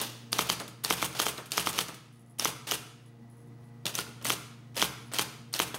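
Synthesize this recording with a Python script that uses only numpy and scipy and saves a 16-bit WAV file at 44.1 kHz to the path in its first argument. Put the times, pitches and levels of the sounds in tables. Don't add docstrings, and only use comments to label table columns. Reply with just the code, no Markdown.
import sys
import numpy as np
from scipy import signal
from scipy.fft import rfft, irfft
from scipy.io import wavfile
from scipy.ndimage import uniform_filter1d

SR = 44100
rng = np.random.default_rng(int(sys.argv[2]) if len(sys.argv) > 2 else 0)


def elevation(decibels):
    levels = np.asarray(decibels, float)
    return 10 ** (levels / 20)


def generate_wav(sig):
    pcm = np.round(np.clip(np.atleast_2d(sig).T, -1, 1) * 32767).astype(np.int16)
    wavfile.write(sys.argv[1], SR, pcm)


N = 254898

# t/s, thump level/dB, head click level/dB, drop-back click level/dB
PRINTS = [(0.3911, -14, -16, -24), (0.4993, -19, -14, -26), (0.9076, -14, -17, -22),
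          (1.0267, -17, -21, -25), (1.1996, -18, -15, -23), (1.2661, -18, -20, -24),
          (1.5791, -17, -15, -24), (1.6716, -17, -20, -25), (1.7887, -19, -17, -24),
          (2.4553, -16, -20, -25), (2.7196, -20, -18, -26), (3.9889, -22, -22, -45),
          (4.3026, -18, -17, -22), (4.8253, -13, -17, -23), (5.1935, -17, -17, -25),
          (5.6001, -14, -18, -25)]
# t/s, peak level/dB, ring f/Hz
DETENTS = [(0.3864, -20, 6030), (0.494, -23, 3100), (0.9025, -19, 6050), (1.0212, -24, 3490),
           (1.1945, -21, 3170), (1.2599, -25, 5730), (1.5744, -20, 5940), (1.6637, -25, 3080),
           (1.783, -23, 2910), (2.4475, -17, 5940), (2.7119, -18, 3010), (3.9817, -28, 4370),
           (4.2974, -18, 3120), (4.8175, -15, 3290), (5.186, -15, 3170), (5.5923, -17, 3360)]
# t/s, latch level/dB, latch ring f/Hz, lever level/dB, thump level/dB
KEYS = [
    (0.3293, -15, 4610, -30, -22),
    (0.8475, -17, 4400, -26, -27),
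    (1.5188, -17.5, 4570, -44, -36),
    (2.3964, -18, 5360, -34, -29),
    (4.2537, -26, 2000, -50, -27),
    (4.7665, -25, 4970, -42, -36),
    (5.1359, -23, 8070, -44, -30),
    (5.5391, -20, 4390, -32, -33),
]


def rms_one(x):
    return x / np.sqrt(np.mean(x ** 2) + 1e-20)


def at_hz(points, hz):
    points_hz, values = np.array(points)[:, 0], np.array(points)[:, 1]
    return np.interp(np.log(hz + 1), np.log(points_hz), values)


def coloured(x, spectrum):
    gain = elevation(at_hz(spectrum, np.linspace(0, SR / 2, N // 2 + 1)))
    return irfft(rfft(x) * rms_one(gain), N)


def band(x, low_hz, high_hz):
    sos = signal.butter(2, [low_hz, high_hz], "band", fs=SR, output="sos")
    return signal.sosfilt(sos, x + 1e-18)


def drift(rate_hz):
    r = np.exp(-80 * np.pi * rate_hz / SR)
    white = rng.standard_normal(N // 40 + 2002)
    slow = signal.lfilter([1], [1, -2 * r, r * r], white)[2000:]
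    return np.interp(np.arange(N) / 40, np.arange(len(slow)), rms_one(slow))


def ring(excitation, hz, t60):
    r = elevation(-60 / (t60 * SR))
    w = 2 * np.pi * hz / SR
    return signal.lfilter([0, np.sin(w)], [1, -2 * r * np.cos(w), r * r], excitation + 1e-18)


def resonance(x, hz, width_hz):
    r = np.exp(-np.pi * width_hz / SR)
    zeros = np.array([1, 0, -1]) * (1 - r * r) / 2
    return signal.lfilter(zeros, [1, -2 * r * np.cos(2 * np.pi * hz / SR), r * r], x)


def impulses(seconds, sizes):
    out = np.zeros(N)
    np.add.at(out, np.clip((np.asarray(seconds) * SR).astype(int), 0, N - 1), sizes)
    return out


def dying(seconds, sizes, t60):
    return signal.lfilter([1], [1, -elevation(-60 / (t60 * SR))], impulses(seconds, sizes) + 1e-18)


def frame(x, share_db):
    # f/Hz, width/Hz, level/dB
    frame_modes = [(431, 10.7, 8), (1170, 29, -12), (1730, 13, -35), (2120, 67, 4.5), (2700, 63, -11),
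                   (3196, 470, 7.5), (4610, 51, -40), (5940, 890, -16), (7450, 60, -32), (9150, 43, -48.5)]
    out = x
    for k, (hz, width_hz, db) in enumerate(frame_modes):
        out = out + (-1) ** k * elevation(share_db + db) * resonance(x, hz, width_hz)
    return out


def contacts():
    # t/s, stop level/dB, ring f/Hz, settling delay/s
    stops = [
        (0.5994, -30, 3960, .079),
        (1.3795, -32, 4090, .078),
        (1.883, -33, 5960, .06),
        (5.6776, -36, 2800, .2),
    ]
    # t/s, peak level/dB, ring f/Hz, top part/dB
    pawls = [(0.0143, -23, 9150, -2), (0.9684, -31, 5060, -9), (1.1275, -38, 6480, -10),
             (5.749, -30, 4500, -5), (1.1509, -35, 4610, -12), (3.997, -26, 4500, -9),
             (3.878, -28, 3500, -12), (1.7295, -30, 7060, -11), (2.4218, -29, 3530, -7),
             (2.5017, -33, 2500, -9), (2.6708, -34, 4540, -5), (2.6759, -36, 2170, -4),
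             (3.8556, -21, 3500, -11), (3.866, -19, 3530, -14), (3.8924, -31, 6700, -11),
             (3.9413, -34, 3170, -7), (3.9523, -21, 6160, -8), (4.0754, -44, 2000, -13),
             (4.2135, -43, 2950, -31), (4.224, -42, 5200, -4), (4.2468, -24, 7750, -4),
             (4.2661, -22, 6120, -6), (4.2855, -24, 8720, -4), (4.745, -44, 2500, -25),
             (4.7768, -26, 3400, -11), (4.795, -23, 3190, -9), (4.8087, -25, 2500, -12),
             (5.1168, -39, 2260, -29), (5.5632, -29, 5510, -6), (5.7437, -28, 3230, -9)]
    head_hz, lever_hz = 3150, 9000
    slide_s, slide_db = .0045, -28
    head_most, detent_most, latch_most, pawl_most = -29.5, -31, -30.5, -30.5
    rows = []
    for s, _, db, drop_db in PRINTS:
        rows += [(s - .030, -35.5, head_hz, -6, pawl_most),
                 (s, db, head_hz, -11, head_most),
                 (s + .0172, drop_db, head_hz, -3, detent_most),
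                 (s + .0225, drop_db - 5, head_hz, -5, pawl_most)]
    for s, db, hz in DETENTS:
        before_db = min(slide_db, 2 * slide_db - 1.3 * db)
        rows += [(s - slide_s, before_db, head_hz, -5, detent_most),
                 (s, db, hz, -8, detent_most)]
    for s, db, hz, lever_db, _ in KEYS:
        rows += [(s - .0118, -40, head_hz, -8, pawl_most),
                 (s - .009, lever_db, lever_hz, -3, latch_most),
                 (s, db, hz, -12, latch_most),
                 (s + .007, -31, 4500, -5, pawl_most)]
    for s, db, hz, delay_s in stops:
        rows += [(s - slide_s, db - 6.5, 2200, -8, pawl_most),
                 (s, db, hz, -9, pawl_most),
                 (s + delay_s, db - 8, 3500, -5, pawl_most)]
    rows += [(s, db, hz, top_db, pawl_most) for s, db, hz, top_db in pawls]
    s, db, hz, top_db, most_db = np.transpose([row for row in rows if row[0] < N / SR])
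    return s, db, hz, top_db, np.minimum(-4.5, most_db - db)


def clicks():
    # f/Hz, level/dB, t60/s
    springs = [(10200, -36, .1), (11670, -33, .12), (13060, -32, .28), (13150, -30, .1), (14600, -29, .06)]
    crack_db, ring_db, rasp_db = -3.5, 1.5, 0.5
    s, db, hz, top_db, after_db = contacts()
    db = db - .35 * np.maximum(after_db + 14, 0)
    length = 700
    after = np.arange(length) / SR
    rise = 1 - np.exp(-after / .0002)
    crackle = rng.standard_normal((len(s), length)) * elevation(-60 * after / .008) * rise
    crackle /= np.sqrt(np.mean(crackle[:, :90] ** 2, axis=1, keepdims=True))
    phase = 2 * np.pi * hz[:, None] * after
    tone = (np.sin(phase) + .35 * np.sin(1.96 * phase)) * elevation(-60 * after / .012) * rise
    middle, top, rung, jolt = np.zeros((4, N + length))
    for k, start in enumerate((s * SR).astype(int)):
        span = slice(start, start + length)
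        middle[span] += elevation(db[k] + crack_db) * crackle[k]
        top[span] += elevation(db[k] + top_db[k]) * crackle[k]
        jolt[span] += elevation(db[k] + 2 * top_db[k]) * crackle[k]
        rung[span] += elevation(db[k] + ring_db) * tone[k]
        rung[span] += elevation(db[k] + rasp_db) * resonance(crackle[k], hz[k], 1300)
    cracks = band(middle, 2600, 8000) + band(top, 8000, 13000)
    steel = sum(elevation(level_db - 5.5) * ring(jolt, f, t60) for f, level_db, t60 in springs)
    return frame(cracks[:N], share_db=-11.5), (rung + steel)[:N]


def blows():
    thumps = [(row[0], row[1]) for row in PRINTS]
    rebounds = [(row[0] + .027, -41.5) for row in PRINTS]
    latches = [(row[0], row[-1]) for row in KEYS]
    return np.transpose(thumps + rebounds + latches)


def strikes():
    # f/Hz, level/dB, t60/s
    case_modes = [(74.3, -18.5, 0.27), (134.9, -16, 1), (172, -10.5, 0.17), (374, 3, 0.04),
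                  (505, 4.5, 0.023), (750, -42.5, 0.021), (1056, 10, 0.01), (1252, 11.5, 0.012)]
    # t/s, peak level/dB, dull part/dB
    knocks = [(0.01, -33, -20), (0.602, -32, -8.5), (1.151, -39, -21), (1.383, -34, -13), (1.519, -59, -23),
              (1.884, -37.5, -8.5), (2.673, -42, -23), (3.853, -44, 3), (4.071, -53, 0), (4.213, -45, -11),
              (4.764, -35, -30), (5.116, -42, -23), (5.742, -31.5, -14)]
    # t/s, level/dB
    bar_rings = [
        (3.991, -29),
        (4.067, -41),
    ]
    s, db = blows()
    scatter_db = rng.normal(0, 2, (len(s), len(case_modes)))
    hits = impulses(s, elevation(db)) - .6 * impulses(s + .0011, elevation(db))
    slap = signal.lfilter(np.r_[np.ones(9), -np.ones(9)] / 9, [1], hits)
    out = 8 * band(slap, 500, 2500) + 14 * band(hits, 300, 1400)
    bar_s, bar_db = np.transpose(bar_rings)
    out += ring(impulses(bar_s, elevation(bar_db)), 1420, 0.054)
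    knock_s, knock_db, dull_db = np.transpose(knocks)
    white = rng.standard_normal((2, N))
    out += band(white[0] * dying(knock_s, elevation(knock_db + 7.5), 0.14), 220, 1700)
    out += band(white[1] * dying(knock_s, elevation(knock_db + dull_db + 17), 0.29), 97, 520)
    for k, (hz, level_db, t60) in enumerate(case_modes):
        push = np.hanning(int(1.5 * SR / hz))
        push *= np.cos(2 * np.pi * hz * np.arange(len(push)) / SR) / push.sum()
        pushes = impulses(s, elevation(db + level_db - 9 + scatter_db[:, k]))
        out += ring(signal.fftconvolve(pushes, push)[:N], hz, t60)
    return out


def cycle():
    s = np.transpose(PRINTS)[0]
    loss = elevation(-60 / (0.028 * SR))
    size = elevation(-41.5 + .7 * (np.transpose(DETENTS)[1] + 19.5))
    turning = np.cumsum(impulses(s - .051, size) - impulses(s + .036, size))
    eased = signal.lfilter([1 - loss], [1, -loss], turning + 1e-18)
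    return elevation(0.6 * drift(46)) * np.maximum(turning, eased)


def linkage():
    # f/Hz, level/dB per Hz
    metal = [(88, -30), (150, -8), (321, -2.5), (368, -5), (448, -6.5), (545, -3), (1190, -4.5),
             (2180, -6.5), (3160, 1.5), (3920, -4), (6020, -5), (13400, -21), (16000, -15)]
    s, db, _, top_db, after_db = contacts()
    coast = dying(np.transpose(PRINTS)[0], elevation(-54.5), 0.6)
    coast += dying([0], elevation(-35), 0.55)
    coast += dying([3.857], elevation(-42), .3)
    stirred_power = dying(s + 0.0012, elevation(2 * (db + after_db) - 13), 0.05)
    effort = coast + cycle() + np.sqrt(stirred_power)
    bright_power = dying(s + 0.0014, elevation(2 * (db + after_db + top_db) - 1.5), 0.048)
    sheen = np.sqrt(bright_power)
    sizes = elevation(2 * np.minimum(rng.exponential(1, N), 4)) * rng.choice([-1, 1], N)
    sparse = sizes * (rng.random(N) < 9000 / SR)
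    grains = rms_one(sparse) * elevation(1.5 * drift(90))
    body = rms_one(frame(coloured(grains, metal), share_db=-3.5))
    return effort * body + sheen * rms_one(band(body, 7720, 15100))


def idle_clutch():
    # t/s, level/dB
    ticks = [(2.0564, -66), (2.1253, -59), (2.1594, -61), (2.1941, -58), (2.262, -62), (2.297, -58),
             (3.0259, -70), (3.06, -59), (3.3002, -58.5), (3.3345, -68), (3.3686, -60), (3.404, -62),
             (3.4614, -64), (3.6088, -68), (3.6428, -63), (3.677, -70), (5.004, -56), (5.0381, -64),
             (5.0591, -56)]
    # f/Hz, level/dB, t60/s
    tick_modes = [(10100, 0, .02), (10330, -4, .06), (10580, -6, .08), (7900, -6, .02)]
    s, db = np.transpose(ticks)
    envelope = sum(.65 ** k * dying(s + k * .011, elevation(db), .014 + .012 * k) for k in range(3))
    scratch = rng.standard_normal(N) * envelope
    rings = sum(elevation(level_db - 21.5) * ring(scratch, hz, t60) for hz, level_db, t60 in tick_modes)
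    return rings + 1.2 * band(scratch, 6800, 14000)


def motor():
    orders = [5, 6, 7, 8, 10, 12, 16, 24, 32]
    order_levels = [-10.5, -20, -18, -7, -20.5, -23.5, -17.5, -25, -34]
    # f/Hz, width/Hz,
    # level/dB re hum
    whines = [(117, 6, -17), (834, 6, -25), (1244, 25, -30), (1960, 120, -25), (15700, 90, -40)]
    # f/Hz, level/dB per Hz
    air = [(25, -1.5), (60, -0.5), (95, -5), (170, -24), (300, 7), (400, -5.5), (600, -6), (1100, -10),
           (2500, -19.5), (6000, -25), (11000, -29.5), (16000, -34)]
    hum_hz, shaft_hz = 120, 29.18
    hum = np.sin(2 * np.pi * hum_hz * np.arange(N) / SR)
    out = np.sqrt(2) * elevation(1.7 * drift(14)) * hum
    turn = 2 * np.pi * np.cumsum(shaft_hz * (1 + .0025 * drift(2))) / SR
    for order, db in zip(orders, order_levels):
        tone = np.sin(order * turn + rng.uniform(0, 2 * np.pi))
        out += np.sqrt(2) * elevation(db + 4 * drift(9)) * tone
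    for hz, width_hz, db in whines:
        white = rng.standard_normal(N)
        out += elevation(db) * rms_one(resonance(resonance(white, hz, width_hz), hz, width_hz))
    return out + elevation(-10 + 0.7 * drift(24)) * coloured(rng.standard_normal(N), air)


def hum_level():
    s = np.r_[0, np.transpose(PRINTS)[0]]
    duck_db = np.r_[4.5, np.full(len(PRINTS), 1.82)]
    recovery_s = 1.19
    return -47 - uniform_filter1d(dying(s, duck_db, np.log(1000) * recovery_s), size=2000)


def room(x):
    # f/Hz, t60/s
    reverberation = [(200, 1), (530, 0.52), (1400, 0.73), (3700, 0.72), (9700, 0.52), (15000, 0.36)]
    t = np.arange(SR) / SR
    tail = np.zeros(SR)
    edges = 60 * 2 ** np.arange(0, 8.6, .5)
    for low, high in zip(edges, np.minimum(edges[1:], .45 * SR)):
        t60 = at_hz(reverberation, np.sqrt(low * high))
        tail += band(rng.standard_normal(SR), low, high) * elevation(-60 * t / t60)
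    tail *= 1 - np.exp(-t / 0.006)
    return signal.fftconvolve(x, tail / np.sqrt(np.sum(tail ** 2)))[:N]


def scene():
    cracks, rings = clicks()
    typing = cracks + linkage() + strikes() + idle_clutch()
    wet = room(typing + .3 * rings)
    mix = typing + rings + elevation(-10.5) * wet + elevation(hum_level()) * motor()
    return mix[None]


def low_pass(x):
    return signal.sosfilt(signal.butter(12, 16790, fs=SR, output="sos"), x)


def record(dry):
    x = signal.sosfilt(signal.butter(1, 45, "high", fs=SR, output="sos"), dry)
    x = x - .8 * resonance(x, 7420, 330)
    x = .6 * np.tanh(x / .6)
    above_hz = np.linspace(0, SR / 2, N // 2 + 1) - 15800
    shelf = np.where(above_hz < 0, 1, elevation(-22 - above_hz / 50))
    finished = irfft(rfft(x) * uniform_filter1d(shelf, size=1200), N)
    return low_pass(finished)


dry = scene()
out = record(dry)
generate_wav(out)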